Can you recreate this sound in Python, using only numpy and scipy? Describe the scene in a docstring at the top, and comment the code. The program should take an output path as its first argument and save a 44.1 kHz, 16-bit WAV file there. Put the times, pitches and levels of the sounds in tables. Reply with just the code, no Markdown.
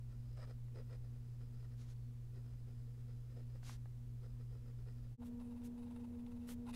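"""On a desk in a quiet room with a steady hum, a fountain pen writes a line in a notebook.
Each stroke drags the nib over paper fibres: pad and barrel sound low, the nib sings near 5 kHz.
The hand slides over the page in short hisses and knocks softly on the pad; one faint squeak falls in pitch.
Near the end the sound fades for an instant and goes on at double speed, so everything is an octave higher."""
import sys
import numpy as np
from scipy import signal
from scipy.fft import rfft, irfft
from scipy.io import wavfile

SR = 44100
rng = np.random.default_rng(int(sys.argv[2]) if len(sys.argv) > 2 else 0)


def waveform_to_disk(signal):
    """Save audio, clipped to [-1, 1], as 16-bit WAV at the path in sys.argv[1]."""
    frames = np.transpose(np.atleast_2d(signal))
    scaled = np.clip(frames, -1, 1) * 32767
    samples = np.round(scaled).astype(np.int16)
    wavfile.write(sys.argv[1], SR, samples)


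N = 297675  # length in samples
TIME = np.arange(N) / SR  # s
FREQ = np.fft.rfftfreq(N, 1 / SR)  # Hz

# In every function, speed is the playing speed: 1 is normal, 2 is double.
# Pitches and widths in the tables are those at normal speed; times are those of the finished sound.


def amp(db):
    """Turns decibels into a gain."""
    return 10 ** (np.asarray(db) / 20)


def unit(x):
    """Scales a signal to an rms level of 1."""
    return x / np.sqrt(np.mean(x ** 2) + 1e-30)


def colour(x, points, speed):
    """Filters by a curve drawn through (Hz, dB) points, moved up by the playing speed."""
    hz, db = np.transpose(points)
    curve_db = np.interp(np.log(FREQ / speed + 1), np.log(hz + 1), db)
    return irfft(rfft(x) * amp(curve_db), N)


def wander(rate_hz):
    """Slow random motion with an rms of 1: noise with its fast part removed."""
    slow = rfft(rng.standard_normal(N)) * np.exp(-(FREQ / rate_hz) ** 2)
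    return unit(irfft(slow, N))


def ring(x, modes, speed, bend=1):
    """Sum of steep resonances, rows of (Hz, width Hz, dB); bend is a moving factor on their pitch."""
    out = np.zeros(N)
    clock = np.cumsum(speed * bend * np.ones(N)) / SR
    for hz, width_hz, db in modes:
        turn = np.exp(2j * np.pi * hz * clock)
        r = np.exp(-np.pi * width_hz * speed / SR)
        # shift the pitch down to zero, smooth there, then shift back up
        shifted = x / turn + 1e-18
        smooth = signal.lfilter([(1 - r) ** 2], [1, -2 * r, r * r], shifted)
        out += amp(db) * 2 * (turn * smooth).real
    return out


def arch(middle_s, length_s):
    """Speed of one movement of the hand: it starts, peaks at 1 and stops."""
    times = middle_s + length_s * np.linspace(-.5, .5, 65)
    return np.sqrt(np.interp(TIME, times, np.hanning(65)))


def fibres(speed, per_s, share, patchy_db):
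    """Friction force: fine rubbing plus small snags on single fibres, in patches of rougher paper."""
    snags = rng.standard_normal(N) * (rng.random(N) < per_s * speed / SR)
    share = np.clip(share, 0, 1)  # part of the power that comes from snags
    force = np.sqrt(share) * unit(snags) + np.sqrt(1 - share) * rng.standard_normal(N)
    return unit(force * amp(patchy_db * wander(70 * speed)))


def room(speed):
    """Steady beating hum of the mains and of motors just below it, over soft ventilation rumble and hiss."""
    # The hum's tones. Each row: pitch in Hz, rms level in dB.
    hum_tones = [(43, -62), (54.6, -67), (58.6, -67), (87.5, -76), (117.1, -72), (119.96, -49.6),
                 (177, -83), (229.5, -82), (236.8, -70.5), (239.92, -73.5), (254, -84), (295, -86),
                 (414, -88), (473.6, -84), (492.5, -90)]
    # Ventilation noise. Each row: pitch in Hz, level in dB per Hz at normal speed.
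    air_curve = [(14, -72), (30, -78.5), (54, -74), (70, -86), (120, -81), (160, -96.5), (235, -92.5),
                 (280, -100), (360, -99), (440, -104.5), (620, -109), (1400, -115.5), (2600, -118.5),
                 (6000, -121), (15500, -124.7)]
    hum = np.zeros(N)
    for hz, db in hum_tones:
        hum += amp(db) * np.sqrt(2) * np.sin(2 * np.pi * (hz * speed * TIME + rng.random()))
    # double speed spreads the same power over twice the band
    air = colour(rng.standard_normal(N), air_curve, speed) * np.sqrt(SR / 2 / speed)
    return hum + air


def squeak():
    """A faint squeak: noise through one narrow resonance that falls in pitch."""
    middle_s, length_s, level_db = 2.02, .17, -88
    middle_hz, fall_hz_per_s, width_hz = 4390, 2200, 110
    hz = middle_hz - fall_hz_per_s * np.clip(TIME - middle_s, -length_s, length_s)
    tone = unit(ring(rng.standard_normal(N), [(1, width_hz, 0)], 1, hz))
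    return amp(level_db) * arch(middle_s, length_s) * tone


def knocks(speed):
    """Brief dull blows of pen and hand on the pad, which die at once in the stack of paper."""
    # The blows. Each row: time in seconds, level at the start in dB.
    blow_list = [(.378, -63), (0.683, -70), (3.556, -65), (3.63, -60), (3.695, -50), (3.857, -62.5),
                 (5.224, -70), (5.401, -66), (5.62, -69), (6.265, -64), (6.49, -49.5), (6.668, -64)]
    decay_s = 0.0035  # at normal speed
    dull = [(200, -22), (450, 0), (750, 3), (1800, 0), (2600, -13), (9000, -28)]  # (Hz, dB)
    thud = unit(colour(rng.standard_normal(N), dull, speed))
    blows = np.zeros(N)
    for start_s, db in blow_list:
        blows[round(start_s * SR)] = amp(db)
    return thud * signal.lfilter([1], [1, -np.exp(-speed / (decay_s * SR))], blows)


def hand(speed):
    """The side of the hand brushes along the page: fine friction makes short, smooth hisses."""
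    # Slides of the hand. Each row: middle in seconds, length in seconds, level in dB, tilt in dB per octave.
    slides = [(1.814, 0.1, -70.5, -1.5), (1.875, .08, -76, -2.5), (1.91, 0.071, -71.5, -0.7),
              (3.698, 0.16, -61, -0.2), (5.267, 0.064, -69.5, -1.8), (5.658, 0.059, -64.5, -1.5),
              (6.508, 0.087, -57.5, -1.3)]
    # Skin on paper, before the tilt. Each row: pitch in Hz, relative level in dB.
    skin_curve = [(200, 6), (400, 3), (800, 0), (1100, 1.5), (1600, 3.5), (2600, 1), (4000, 4), (6500, 3.5),
                  (8000, -1.5), (11000, -3.5), (13000, -9), (16000, -21)]
    rub = fibres(speed, per_s=3000, share=.3, patchy_db=.6)
    out = np.zeros(N)
    for middle_s, length_s, db, tilt_db in slides:
        tilted = [(hz, level + tilt_db * np.log2(hz)) for hz, level in skin_curve]
        hiss = unit(colour(rub, tilted, speed))
        out += amp(db) * arch(middle_s, length_s) ** 1.2 * hiss
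    return out


def glide(speed):
    """Light, wavering drag that joins the strokes for as long as the nib stays on the paper."""
    # Words, with the nib on the paper throughout. Each row: pen down in seconds, pen up in seconds.
    words = [(.08, .56), (.73, 1.79), (2.32, 3.6), (4.17, 5.14), (5.39, 5.64), (5.77, 6.2)]
    level_db, waver_db = -93, 4
    waver_hz, landing_s = 6.6, 0.024  # at normal speed
    contact = np.zeros(N)
    for down_s, up_s in words:
        nearest_end_s = np.minimum(TIME - down_s, up_s - TIME)
        contact += np.clip(nearest_end_s * speed / landing_s, 0, 1)
    return contact * amp(level_db + waver_db * wander(waver_hz * speed))


def small_strokes(speed):
    """Fills each run of small letters with down- and upstrokes in an even beat; downstrokes lean on the pad."""
    # Runs of letters. Each row: first stroke in seconds, last stroke in seconds, drag in dB before unevenness.
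    runs = [(1.056, 1.349, -85.5), (2.468, 2.53, -80.5), (2.894, 3.1, -84), (3.314, 3.502, -79.5),
            (4.806, 4.883, -79), (4.976, 5.057, -81), (5.519, 5.629, -80), (5.789, 5.916, -77),
            (5.966, 6.046, -77), (6.147, 6.201, -81), (6.274, 6.369, -78.5)]
    beat_s, stroke_s = .088, 0.07  # rough time between strokes and length of one, at normal speed
    down_pad_db, up_pad_db, up_drag_db, uneven_db = 7, 5.5, 0.2, 1.5
    rows = []
    for first_s, last_s, drag_db in runs:
        beats = max(round((last_s - first_s) * speed / beat_s), 1)
        for k, middle_s in enumerate(np.linspace(first_s, last_s, beats + 1)):
            extra_db, pad_db = (up_drag_db, up_pad_db) if k % 2 else (0, down_pad_db)
            stroke_db = drag_db + extra_db + uneven_db * rng.standard_normal()
            rows.append((middle_s, stroke_s / speed, stroke_db, pad_db))
    return rows


def pen(speed):
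    """Friction drives pad, barrel and nib; the barrel's pitch shifts as the grip changes."""
    # Bold strokes of capitals, loops and first letters. Each row: middle in seconds, length in seconds,
    # drag in dB, weight on the pad in dB relative to the drag.
    bold_strokes = [(0.12, .093, -79.5, -3), (0.384, 0.057, -69, 3), (0.425, 0.088, -66.5, -4),
                    (0.495, 0.074, -71, 5.5), (0.787, .1, -70, 9), (0.929, .09, -70.5, 3),
                    (1.418, 0.073, -77.5, 4.5), (1.634, 0.085, -77, 0), (1.73, 0.067, -81.5, 2),
                    (2.37, 0.096, -76, 9.5), (2.7, 0.067, -78, 9), (3.38, 0.07, -74.5, 10.5),
                    (3.56, 0.053, -75, 8.5), (4.244, 0.069, -75.5, 9), (4.414, 0.069, -79.5, 8),
                    (4.546, .11, -80.5, 9), (4.68, .11, -81, 9), (5.23, .032, -76.5, 13.5),
                    (5.411, .043, -74, 10), (6.443, 0.099, -79.5, -3), (6.684, 0.059, -69, 9.5),
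                    (6.699, 0.04, -65.5, 1), (6.751, .049, -57, -13)]
    # The pad's note depends on where the nib presses. Each row: time in seconds, pitch in Hz.
    pad_notes = [(0, 514), (.39, 580), (.48, 470), (.92, 502), (2.38, 420), (3.39, 484), (4.25, 455),
                 (6.75, 462)]
    # Resonances of the barrel. Each row: pitch in Hz, width in Hz, relative level in dB.
    barrel_modes = [(630, 160, -3.5), (1038, 160, -3), (1332, 234, 0), (1857, 290, -3.5), (2423, 180, -9),
                    (2990, 500, -17.5)]
    # Resonances of the nib. Each row: pitch in Hz, width in Hz, relative level in dB.
    nib_modes = [(4270, 700, -2), (4910, 600, 2), (5000, 200, -1.5), (6640, 1100, -17.5), (8350, 820, -8)]
    # Dry friction of nib on paper. Each row: pitch in Hz, relative level in dB.
    friction_curve = [(150, -22), (300, 2), (600, 2), (1500, -9), (3000, -8), (6000, -12), (10000, -22),
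                      (16000, -27)]
    pad_db, dry_db, nib_db = 0.85, -4, 0.8  # levels of the layers beside the barrel's 0 dB
    glide_pad_db, glide_ring_db = 3.5, 1  # pad and nib while gliding, relative to the drag
    ring_db, firm_db = -7.5, -75.5  # nib relative to a firm drag, and that drag
    ring_growth = 0.99  # dB of nib ring per dB of drag

    # three powers over time: drag moves barrel and paper, weight the pad, sing the nib
    drag = glide(speed) ** 2
    weight = drag * amp(glide_pad_db) ** 2
    sing = drag * amp(glide_ring_db) ** 2
    for middle_s, length_s, drag_db, weight_db in bold_strokes + small_strokes(speed):
        power = (amp(drag_db) * arch(middle_s, length_s)) ** 2
        drag += power
        weight += power * amp(weight_db) ** 2
        sing += power * amp(ring_db + (ring_growth - 1) * (drag_db - firm_db)) ** 2

    force = fibres(speed, per_s=500, share=.55, patchy_db=1.8)
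    note_hz = np.interp(TIME, *np.transpose(pad_notes))
    # a resonance at 1 Hz, 185 Hz wide, bent up to the moving note
    pad = amp(pad_db) * unit(ring(force, [(1, 185, 0)], speed, note_hz))
    grip = 1 + .015 * wander(4 * speed)
    barrel = unit(ring(force, barrel_modes, speed, grip))
    scratch = fibres(speed, per_s=900, share=0.42, patchy_db=1.5)
    dry_rub = amp(dry_db) * unit(colour(scratch, friction_curve, speed))
    nib = amp(nib_db) * unit(ring(force, nib_modes, speed))
    return np.sqrt(weight) * pad + np.sqrt(drag) * (barrel + dry_rub) + np.sqrt(sing) * nib


def desk(speed):
    """Adds up room, knocks, hand and pen at one playing speed."""
    return room(speed) + knocks(speed) + hand(speed) + pen(speed)


def scene():
    """Normal speed, with the squeak, fades out; then double speed fades in."""
    speed_up_s, fade_s = 5.172, .048  # moment of silence, and length of the fade on each side
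    fade = np.clip((TIME - speed_up_s) / fade_s, -1, 1)
    gain = np.sin(np.pi / 2 * abs(fade)) ** 2
    normal = desk(1) + squeak()
    double = desk(2)
    return (gain * np.where(fade < 0, normal, double))[None]


def record(dry):
    """Removes everything above the band limit with a steep low-pass filter."""
    edge_hz = 15720
    low_pass = signal.firwin(1023, edge_hz, window=("kaiser", 9), fs=SR)
    return signal.oaconvolve(dry, low_pass[None], "same")


dry = scene()
out = record(dry)
waveform_to_disk(out)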